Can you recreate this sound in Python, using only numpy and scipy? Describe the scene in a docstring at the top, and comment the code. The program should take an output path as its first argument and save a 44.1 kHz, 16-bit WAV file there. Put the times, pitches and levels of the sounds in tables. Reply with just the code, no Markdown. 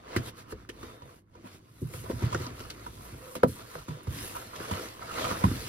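"""A cardboard carton is knocked, rubbed and dragged by hands in a small wood-panelled room.
Knocks ring modes of its flaps, creases and walls, with paper bursts; ticks ring tight clusters of paper modes.
Rubbing and rasping are gritty noise shaped by spectra and narrow bands; squeaks are noise in narrow bands.
A decaying-noise room answers the knocks and ticks; a close pair of microphones listens."""
import sys
import numpy as np
from scipy import signal
from scipy.fft import rfft, irfft, next_fast_len
from scipy.io import wavfile
from scipy.ndimage import uniform_filter1d

SR = 44100
rng = np.random.default_rng(int(sys.argv[2]) if len(sys.argv) > 2 else 0)


def master(y):
    """Save y as 16-bit WAV."""
    cut = np.clip(np.atleast_2d(y).T, -1, 1)
    pcm = np.round(cut * 32767)  # scale
    wavfile.write(sys.argv[1], SR, pcm.astype(np.int16))


N = 250693

# blows on the board, levels before the layer trims: t/s, clack level/dB, clack f/Hz, snap level/dB, snap f/Hz,
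# crack level/dB, spit level/dB, boom level/dB, boom f/Hz
KNOCKS = [(0.163, -14.5, 305, -17, 1660, -36.5, -33.5, -20.5, 116),
          (0.185, -30, 252, -60, 1300, -65, -65, -28, 100), (0.524, -28, 388, -35, 1400, -56, -77, -38, 74),
          (0.691, -33, 350, -35, 1700, -46, -70, -62, 86),
          (0.83, -35.5, 322, -36, 1330, -54.5, -70, -62, 70),
          (1.02, -46, 458, -39, 870, -61, -76, -41.5, 113),
          (1.352, -43, 434, -49, 1180, -65, -84, -71, 109),
          (1.442, -37, 244, -65, 1370, -76, -66, -47, 152),
          (1.818, -26.5, 298, -72, 929, -78, -48, -22.5, 143),
          (1.938, -33.5, 433, -45, 1350, -54, -61, -31, 126),
          (1.988, -55, 283, -56, 2200, -55, -67, -34, 130),
          (2.039, -33.5, 543, -42, 977, -55, -71, -39, 117),
          (2.098, -19, 374, -35.5, 960, -60, -46, -39, 190),
          (2.13, -29, 244, -65, 1440, -60, -61, -25.5, 105),
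          (2.221, -23, 324, -47, 1370, -51, -46, -30, 125), (2.231, -34, 276, -55, 923, -62, -57, -15, 118),
          (2.327, -67, 470, -22.5, 945, -45, -64, -29, 102),
          (2.347, -20, 364, -19, 1390, -47, -46, -28, 143), (2.4, -31, 360, -41, 1150, -59, -57, -30, 128),
          (2.466, -33.5, 238, -39, 1340, -60, -65, -55, 105),
          (2.507, -34.5, 315, -56, 1220, -65, -79, -38, 80),
          (2.603, -37, 317, -36.5, 1330, -52.5, -54, -65, 94),
          (2.651, -48, 320, -39, 1300, -76, -70, -63, 110),
          (2.701, -45, 397, -69, 1370, -42, -45, -59, 122),
          (2.864, -40.5, 300, -29, 1220, -59, -49, -47, 128),
          (3.123, -42, 243, -63, 1160, -74, -69, -33, 112),
          (3.353, -29, 510, -30.5, 1350, -43, -36, -61, 188),
          (3.363, -27.5, 250, -35, 1110, -49, -47, -65, 178),
          (3.434, -4.5, 506, -6, 1140, -49, -33, -24.5, 195),
          (3.443, -11, 250, -43, 851, -68, -58, -59, 167),
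          (3.483, -34, 392, -62, 861, -62, -40, -34.5, 104),
          (3.753, -28.5, 540, -32, 1200, -53, -61, -37.5, 152),
          (3.788, -50, 300, -62, 1200, -53, -70, -43.5, 69),
          (3.883, -31.5, 264, -38, 1050, -52.5, -51, -26, 151),
          (3.97, -42, 520, -52, 1200, -64, -70, -58, 120),
          (4.032, -68, 300, -58, 1200, -77, -47.5, -66, 109),
          (4.07, -34, 355, -37, 1150, -54.5, -68, -21.5, 105.6),
          (4.351, -75, 234, -29.5, 1130, -66, -64.5, -47, 69.5),
          (4.558, -60, 288, -55, 1180, -46, -65, -44.5, 163),
          (4.602, -26.5, 365, -35, 1400, -52, -57, -43, 137),
          (4.712, -24, 213, -24, 1060, -45, -52, -25.5, 89),
          (5.022, -47, 500, -30.5, 1380, -59, -62, -46, 109),
          (5.114, -61, 500, -37, 1100, -60, -65, -51, 110),
          (5.158, -46, 520, -35, 1350, -59, -65, -59, 110),
          (5.208, -26, 560, -40, 1210, -54, -54, -35, 114),
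          (5.243, -66, 500, -23.5, 1380, -41, -54, -32.5, 116),
          (5.312, -24, 238, -34, 1080, -45, -56, -30, 111),
          (5.44, -9, 178, -13.5, 920, -44.5, -37, -14, 103),
          (5.468, -18.5, 233, -56, 1300, -65, -65, -23, 110),
          (5.513, -20, 260, -43, 1320, -55, -43, -22.5, 118),
          (5.563, -30.5, 327, -55, 1460, -63, -74, -34, 118)]
# modes of big walls and air, of flaps, of stiff creases: f/Hz, relative level/dB, t60/s before hand damping
WALLS = [(55.3, 11.5, 0.29), (91.1, 6.5, 0.2), (108, 7, 0.15), (121.4, 4, 0.22), (143.3, 1, 0.22)]
FLAPS = [(193, 3.5, 0.05), (256.5, 4.5, 0.055), (293.4, 1, 0.054), (337, 1.5, 0.057), (438.5, 2, 0.063),
         (499, 5.5, 0.064), (554, -11, 0.037), (654, 2, 0.059)]
CREASES = [(974, 7.5, 0.034), (1116, 3, 0.02), (1232, 1, 0.024), (1372, -1, 0.02), (1730, -9.5, 0.035),
           (1836, -7.5, 0.056), (2055, 0, 0.026), (2280, -7, 0.008)]
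# spectra of surface hiss and of fine fizz on paper: f/Hz, relative level/dB
HISS_SPECTRUM = [(800, -10.5), (1800, -3), (3000, -3), (5000, -5), (7500, -9), (10000, -14.5), (13000, -23)]
FIZZ_SPECTRUM = [(4000, -16.5), (7000, -8.5), (9500, -5), (12000, -9), (14500, -11.5), (16000, -24)]


def amp(db):
    """Amplitude ratio of a level in dB."""
    return 10 ** (np.asarray(db) / 20)


def unit(x):
    """x scaled to an RMS of 1."""
    return x / np.sqrt(np.mean(x ** 2) + 1e-20)


def along(points, hz):
    """Every column after the frequency, interpolated on a log-frequency axis."""
    f, *cols = np.transpose(points)
    return np.squeeze([np.interp(np.log(hz + 1), np.log(f + 1), c) for c in cols])


def filtered(x, response):
    """x filtered by a complex response of frequency."""
    m = next_fast_len(N + SR // 2)
    return irfft(rfft(x, m) * response(np.fft.rfftfreq(m, 1 / SR)), m)[..., :N]


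def resonances(modes, hz, widen):
    """Sum of band-pass modes of alternating sign; t60 sets each width, scaled by widen."""
    total = 0
    for k, (centre_hz, db, t60_s) in enumerate(modes):
        width_hz = widen * np.log(1000) / np.pi / t60_s
        damped = 1j * hz * width_hz
        total = total + (-1) ** k * amp(db) * damped / (centre_hz ** 2 - hz ** 2 + damped)
    return total


def grit(per_s, spread_db, patchy_db):
    """Two noise streams roughened by shared tiny slips of uneven size, in patches of random gain."""
    slips = (rng.random(N) < per_s / SR) * amp(spread_db * rng.standard_normal(N))
    rough = 1 + signal.lfilter([1], [1, -.97], slips)  # each slip lasts about a millisecond
    z = signal.stft(rough * rng.standard_normal((2, N)), nperseg=512)[2]
    field = rng.standard_normal(z.shape[1:])
    field = uniform_filter1d(field, size=3, axis=0)  # frequency bins
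    field = uniform_filter1d(field, size=8, axis=1)  # time frames
    return signal.istft(z * amp(patchy_db * unit(field)), nperseg=512)[1][:, :N]


def ring(modes, centre_hz, focus_db, damping, rise, t):
    """One blow on two paths: modes near the centre ring most, with random strength and slight detuning."""
    hz, db, t60_s = np.transpose(modes)[..., None]
    detune, strength_db, indirect_gain = rng.standard_normal((3, len(modes), 1)) * [[[.02]], [[2.5]], [[.8]]]
    phase = 2 * np.pi * hz * (1 + detune) * t
    off_centre_db = focus_db * np.log2(hz / centre_hz) ** 2  # focus_db at one octave away
    gain = amp(db + strength_db - off_centre_db - 60 * damping * t / t60_s)
    gain = gain * (1 - np.exp(-t / rise)) ** 2
    direct = (gain * np.sin(phase)).sum(axis=0)
    indirect = (indirect_gain * gain * np.cos(phase)).sum(axis=0)
    return np.array([direct, indirect]) / abs(direct).max()


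def knocks():
    """Each contact clacks in the flaps, snaps in the creases, cracks and spits in the paper; the walls follow."""
    wall_delay_s = .006  # the heavy walls take time to get moving
    contact_cycles = 2.51  # contact time in clack periods: soft broad blows sound low
    base_damping, presses_per_db = 1.266, .02  # 1 = free board; stronger blows leave the hand pressing
    board, paper = np.zeros((2, N + SR)), np.zeros((2, 2, N + SR))
    t = np.arange(SR // 4) / SR
    for s, db, hz, snap_db, snap_hz, crack_db, spit_db, boom_db, boom_hz in KNOCKS:
        at, late = round(s * SR), round((s + wall_delay_s) * SR)
        contact_s = contact_cycles / hz
        damping = base_damping * np.exp(presses_per_db * (db + 33.5))
        clack = ring(FLAPS, hz, focus_db=35.5, damping=damping, rise=.53 * contact_s, t=t)
        snap = ring(CREASES, snap_hz, focus_db=49, damping=damping, rise=.16 * contact_s, t=t)
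        boom = ring(WALLS, boom_hz, focus_db=58, damping=damping, rise=.0048, t=t)
        board[:, at:at + len(t)] += amp(db - 3) * clack + amp(snap_db - .5) * snap
        board[:, late:late + len(t)] += amp(boom_db - 2) * boom
        envelope = (1 - np.exp(-t / .0035)) * np.exp(-t / contact_s)
        burst = envelope * rng.standard_normal((2, 2, len(t)))
        paper[..., at:at + len(t)] += amp([[[crack_db + 18]], [[spit_db + 6]]]) * burst
    crack = filtered(paper[0, :, :N], lambda hz: amp(along(HISS_SPECTRUM, hz)))
    spit = filtered(paper[1, :, :N], lambda hz: amp(along(FIZZ_SPECTRUM, hz)))
    return board[:, :N] + crack + spit


def ticks():
    """A paper edge lets go: each dry tick rings a tight cluster of paper modes for a few milliseconds."""
    # t/s, direct-path peak level/dB, f/Hz
    tick_list = [(0.165, -48, 4300), (0.65, -42.5, 1290), (0.69, -39, 2220), (0.699, -35, 2770),
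                 (1.938, -34.5, 2200), (2.33, -42, 2940), (2.346, -30.5, 5700), (2.466, -31, 5000),
                 (2.865, -40, 1480), (3.754, -32, 1770), (5.44, -48, 1950), (2.704, -31, 4350),
                 (2.709, -40, 3900), (3.435, -39, 2180), (3.433, -34, 4270), (4.607, -42, 2520),
                 (4.713, -39, 1810), (4.737, -24.5, 2440), (5.25, -26, 2650)]
    t60_s = .009
    out, t = np.zeros((2, N + SR)), np.arange(SR // 20) / SR
    for s, db, hz in tick_list:
        cluster = [(hz * step, 0, t60_s) for step in (.74, .83, .91, .97, 1.04, 1.12, 1.22, 1.35)]
        tick = ring(cluster, hz, focus_db=60, damping=1, rise=.0005, t=t)
        out[:, round(s * SR):][:, :len(t)] += amp(db) * tick
    return out[:, :N]


def rubbing():
    """Sliding contact shakes the walls, excites flaps and creases, and hisses and fizzes on the surface."""
    # narrow bands that tint the hiss: f/Hz, relative level/dB, t60/s before widening
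    hiss_bands = [(2050, 4, 0.032), (2660, 0, 0.037), (2830, -0.5, 0.023), (3280, -6.5, 0.074),
                  (3560, -3.5, 0.052), (4380, 1.5, 0.02), (4790, -12.5, 0.08), (5650, -7, 0.027)]
    # spectrum of the wall rumble: f/Hz, relative level/dB
    rumble_spectrum = [(20, -11), (35, -23), (60, -8), (250, -5.5), (380, -6.5), (550, -49), (900, -86)]
    # spectrum of the board scrape: f/Hz, relative level/dB
    scrape_spectrum = [(150, -17), (300, -5), (500, -3), (650, -4.5), (790, -5.5), (1000, -5), (1250, -7.5),
                       (1800, -11), (2800, -18.5), (4500, -22), (8000, -62)]

    def walls(hz):
        return amp(along(rumble_spectrum, hz)) * (1 + 1.86 * abs(resonances(WALLS, hz, widen=.45)))

    def flaps(hz):
        return amp(along(scrape_spectrum, hz)) * (1 + .74 * abs(resonances(FLAPS + CREASES, hz, widen=1)))

    def tinted(hz):
        return amp(along(HISS_SPECTRUM, hz)) * (1 + .31 * abs(resonances(hiss_bands, hz, widen=.37)))

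    rumble = filtered(grit(per_s=200, spread_db=2, patchy_db=1.5), walls)
    scrape = filtered(grit(per_s=250, spread_db=2.5, patchy_db=2), flaps)
    hiss = filtered(grit(per_s=150, spread_db=2, patchy_db=2.4), tinted)
    fizz = filtered(grit(per_s=200, spread_db=2, patchy_db=1.8), lambda hz: amp(along(FIZZ_SPECTRUM, hz)))
    return sum(gain * unit(layer) for gain, layer in zip(pressure(), (rumble, scrape, hiss, fizz)))


def pressure():
    """Gains of rumble, scrape, hiss, fizz: resting grip, strokes and the scuff of each knock add in power."""
    # hands resting and shifting: t/s, rumble level/dB, scrape level/dB, hiss level/dB, fizz level/dB
    grip = [(0.0, -56.5, -55.5, -67, -84), (0.3, -52.5, -57, -63, -86), (0.68, -54.5, -62.5, -79, -94),
            (0.85, -51, -50, -85, -79), (1.17, -59, -62.5, -82, -91), (1.23, -61.5, -74.5, -100, -99),
            (1.31, -63.5, -75, -80, -84), (1.41, -55, -71.5, -77, -100), (1.78, -58.5, -64, -66, -65),
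            (1.95, -49.5, -54, -57, -56), (2.2, -45, -63, -55.5, -59), (2.55, -48, -51.5, -61, -98),
            (2.94, -50.5, -55.5, -57.5, -58.5), (3.3, -53.5, -52, -57, -64), (3.41, -55, -54, -59.5, -79),
            (3.5, -45, -58, -61, -63), (3.85, -65, -61.5, -60, -85), (4.18, -42.5, -49, -67, -77),
            (4.48, -53.5, -51, -54, -74), (4.97, -51.5, -59, -55, -61.5), (5.4, -46, -48, -48, -50.5),
            (5.68, -42.5, -45, -43, -50)]
    # sliding strokes: peak t/s, swell/s, fade/s, scrape level/dB, hiss level/dB, fizz level/dB
    strokes = [(0.15, 0.11, 0.13, -40, -49, -72), (0.288, 0.095, 0.027, -46, -46.5, -50.5),
               (0.39, 0.043, 0.061, -53, -51, -60.5), (0.52, 0.041, 0.016, -53, -51, -54),
               (0.63, 0.35, 0.059, -60.5, -64.5, -77), (0.84, 0.16, 0.19, -68, -56, -64),
               (0.94, 0.18, 0.093, -54.5, -68, -67.5), (1.11, 0.15, 0.086, -55, -62.5, -68),
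               (1.18, 0.13, 0.046, -80, -68, -69.5), (1.36, 0.053, 0.19, -59, -68, -88),
               (1.47, 0.049, 0.056, -50, -59, -63.5), (1.55, 0.15, 0.054, -55.5, -57, -64),
               (1.95, 0.044, 0.11, -54, -50.5, -50), (2.06, 0.024, 0.14, -47, -69, -75),
               (2.11, 0.026, 0.033, -41.5, -48.5, -54), (2.25, 0.11, 0.067, -39, -46.5, -57),
               (2.34, 0.097, 0.076, -40.5, -45, -73), (2.42, 0.1, 0.13, -44.5, -46, -55),
               (2.61, 0.13, 0.21, -52.5, -52.5, -56.5), (2.85, 0.16, 0.1, -53, -59.5, -60),
               (3.06, 0.082, 0.1, -49.5, -79, -54), (3.35, 0.24, 0.054, -82, -74, -53),
               (3.484, .015, 0.18, -69, -53.5, -49.5), (3.61, 0.11, 0.036, -48, -52, -64),
               (3.75, 0.2, 0.15, -49, -53.5, -56), (3.89, 0.026, 0.21, -47.5, -55, -61),
               (4.18, 0.12, 0.22, -56, -44, -47), (4.27, 0.14, 0.16, -50, -48.5, -46),
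               (4.358, 0.021, 0.19, -48.5, -49.5, -50), (4.62, 0.15, 0.32, -43, -48, -53),
               (4.739, 0.09, 0.16, -38, -46, -52), (4.849, 0.19, 0.12, -43.5, -46.5, -53),
               (5.05, 0.1, 0.029, -44, -54, -75), (5.22, 0.16, 0.19, -34, -38.5, -50.5),
               (5.308, 0.074, 0.066, -36.5, -39, -61), (5.4, 0.18, 0.23, -39.5, -46.5, -67)]
    # flare at a knock, rows tied to boom, clack, crack, spit: level re that part/dB, t60/s
    scuff = [(-22.5, 0.68), (-16, 0.049), (1.5, 0.082), (-6, 0.041)]
    # time each flare takes to swell 60 dB into the knock, same rows: swell/s
    scuff_swell_s = [
        [.006],
        [.008],
        [.006],
        [.006],
    ]
    lead_s = .036  # flare is computed from this long before the knock
    dull_db = 12.5  # a clack further than this over its snap is a padded thud and scuffs no harder
    s, *cols = np.transpose(grip)
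    power = np.array([amp(2 * np.interp(np.arange(N) / SR, s, c)) for c in cols])
    for peak_s, swell_s, fade_s, *db in strokes:
        power[1:] += amp(2 * np.array(db))[:, None] * slide(peak_s, swell_s, fade_s)
    t = np.arange(SR // 4) / SR - lead_s
    offset_db, t60_s = np.transpose(scuff)[..., None]
    shape_db = offset_db - 60 * np.maximum(t / t60_s, -t / np.array(scuff_swell_s))
    for s, db, _, snap_db, _, crack_db, spit_db, boom_db, _ in KNOCKS:
        clack_db = min(db, snap_db + dull_db)
        flare = amp(2 * (np.c_[[boom_db, clack_db, crack_db, spit_db]] + shape_db))
        span = power[:, round((s - lead_s) * SR):][:, :len(t)]
        span += flare[:, :span.shape[1]]
    return np.sqrt(power)


def slide(peak_s, swell_s, fade_s):
    """Power of a contact that swells to a rounded peak and lets go."""
    edge_db, roundness = 19, 1.55  # drop one swell before or fade after the peak; 1 = pointed top, 2 = round
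    t = np.arange(N) / SR - peak_s
    distance = np.where(t < 0, -t / swell_s, t / fade_s)
    return amp(-2 * edge_db * distance ** roundness)


def rasps():
    """A creased edge rasps: sparse, uneven slips over the corrugation, tinted by the creases, and fibre pops."""
    # peak t/s, swell/s, fade/s, level before the grain and crackle trims/dB
    strokes = [(0.39, 0.034, 0.048, -53), (0.51, 0.066, 0.018, -52), (2.23, .03, 0.041, -61),
               (2.29, .04, .03, -54), (2.37, .02, 0.044, -55), (2.43, 0.11, 0.14, -47.5),
               (2.87, 0.0081, 0.043, -61), (3.28, 0.25, 0.05, -55), (3.76, 0.038, 0.069, -48.5),
               (4.362, 0.026, 0.057, -42), (4.425, 0.027, 0.024, -46.5), (4.545, .03, 0.011, -51),
               (4.65, 0.026, 0.032, -46), (4.735, .025, 0.037, -48), (4.81, 0.027, 0.025, -59),
               (5.11, 0.088, 0.086, -45), (5.185, 0.034, 0.025, -35), (5.22, 0.016, 0.023, -42),
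               (5.25, 0.011, 0.034, -32), (5.31, 0.022, 0.042, -35), (5.355, .02, 0.021, -44),
               (5.52, 0.018, 0.014, -40.5)]
    # spectrum of the grain: f/Hz, relative level/dB
    spectrum = [(700, -40), (950, -18), (1250, 1), (1550, -6.5), (1800, -6.5), (2100, -23), (2800, -9),
                (4000, -36)]
    pops_per_s, pop_spread_db = 350, 3

    def colour(hz):
        return amp(along(spectrum, hz)) * (1 + .56 * abs(resonances(CREASES, hz, widen=.81)))

    grain = filtered(grit(per_s=120, spread_db=4, patchy_db=4), colour)
    pops = (rng.random(N) < pops_per_s / SR) * amp(pop_spread_db * rng.standard_normal(N))
    pops = pops * rng.standard_normal((2, N))
    crackle = filtered(pops, lambda hz: resonances(FLAPS[5:] + CREASES[:5], hz, widen=1.2))
    power = sum(amp(2 * db) * slide(*shape) for *shape, db in strokes)
    return (amp(-2) * unit(grain) + amp(-3) * unit(crackle)) * np.sqrt(power)


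def squeaks():
    """A sliding flap edge hums or squeaks: friction noise in one narrow band, swelling and fading."""
    # start t/s, end t/s, f/Hz, half-width (1/e)/Hz before levelling, level before the stroke envelope/dB
    squeak_list = [(0.77, 0.96, 3595, 22, -66), (0.92, 1.08, 3635, 20, -68), (3.85, 4.11, 3640, 25, -68),
                   (3.205, 3.355, 508, 29.5, -50.5), (5.16, 5.23, 2000, 60, -50),
                   (5.17, 5.29, 640, 40, -46)]
    out, t = np.zeros((2, N)), np.arange(N) / SR
    for start_s, end_s, hz, width_hz, db in squeak_list:
        narrow = filtered(rng.standard_normal((2, N)), lambda f: np.exp(-((f - hz) / width_hz) ** 2))
        envelope = abs(signal.hilbert(narrow, next_fast_len(N))[:, :N])
        narrow = narrow / envelope ** .7  # wavers more in pitch than in strength
        stroke = np.sin(np.pi * np.clip((t - start_s) / (end_s - start_s), 0, 1)) ** .36
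        out += amp(db) * stroke * unit(narrow)
    return out


def room(x):
    """The panelled walls answer with a noise tail, each frequency dying at its own speed."""
    # f/Hz, t60/s
    decay = [(80, 0.31), (400, 0.11), (2000, 0.05), (10000, 0.076)]
    hz, t, z = signal.stft(rng.standard_normal((2, SR // 2)), SR, nperseg=256)
    tail = signal.istft(z * amp(-60 * t / along(decay, hz)[:, None]), SR, nperseg=256)[1]
    delayed = np.pad(x, ((0, 0), (300, 0)))  # samples
    return signal.fftconvolve(delayed, tail / np.linalg.norm(tail[0]), axes=1)[:, :N]


def scene():
    """Two sound paths from the carton; the room answers the blows only."""
    blows = knocks() + ticks()
    return blows + amp(-12.5) * room(blows) + rubbing() + rasps() + squeaks()


def record(dry):
    """The pair blends both paths with frequency-dependent likeness, lead and balance, up to its band limit."""
    # f/Hz, likeness/0-1, right lead/rad, left minus right level/dB
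    pair = [(30, .95, 0, 0), (70, .97, 0, -1.2), (200, .93, 0, -1.5), (350, .78, 0, .6), (520, .5, .4, 2.5),
            (690, .55, 2.1, 1.8), (860, .8, 2.7, -2.2), (1030, .78, 2.85, -4.8), (1380, .5, .4, -4.2),
            (1800, .3, 1.4, -.4), (5000, .25, 2.2, .4), (7000, .72, 2.7, 0), (8000, .87, 2.6, -.6),
            (9000, .72, 2.05, 0), (10000, .7, 1.05, 0), (11000, .99, 0, 0), (13700, .97, 0, 0),
            (14500, .55, 0, 0)]
    top_hz, ceiling = 15830, .95

    def share(hz, side):
        alike, lead_rad, balance_db = along(pair, hz)
        turn = np.arccos(np.clip(alike, 0, 1)) / 2
        blend = np.array([np.cos(turn), side * np.sin(turn)])
        return blend * amp(side * balance_db / 2) * np.exp(-.5j * side * lead_rad)

    ports = [filtered(dry, lambda hz: share(hz, side)).sum(axis=0) for side in (1, -1)]
    rounded = ceiling * np.tanh(np.array(ports) / ceiling)  # the preamplifier rounds off the loudest slap
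    return filtered(rounded, lambda hz: hz < top_hz)


dry = scene()
out = record(dry)
master(out)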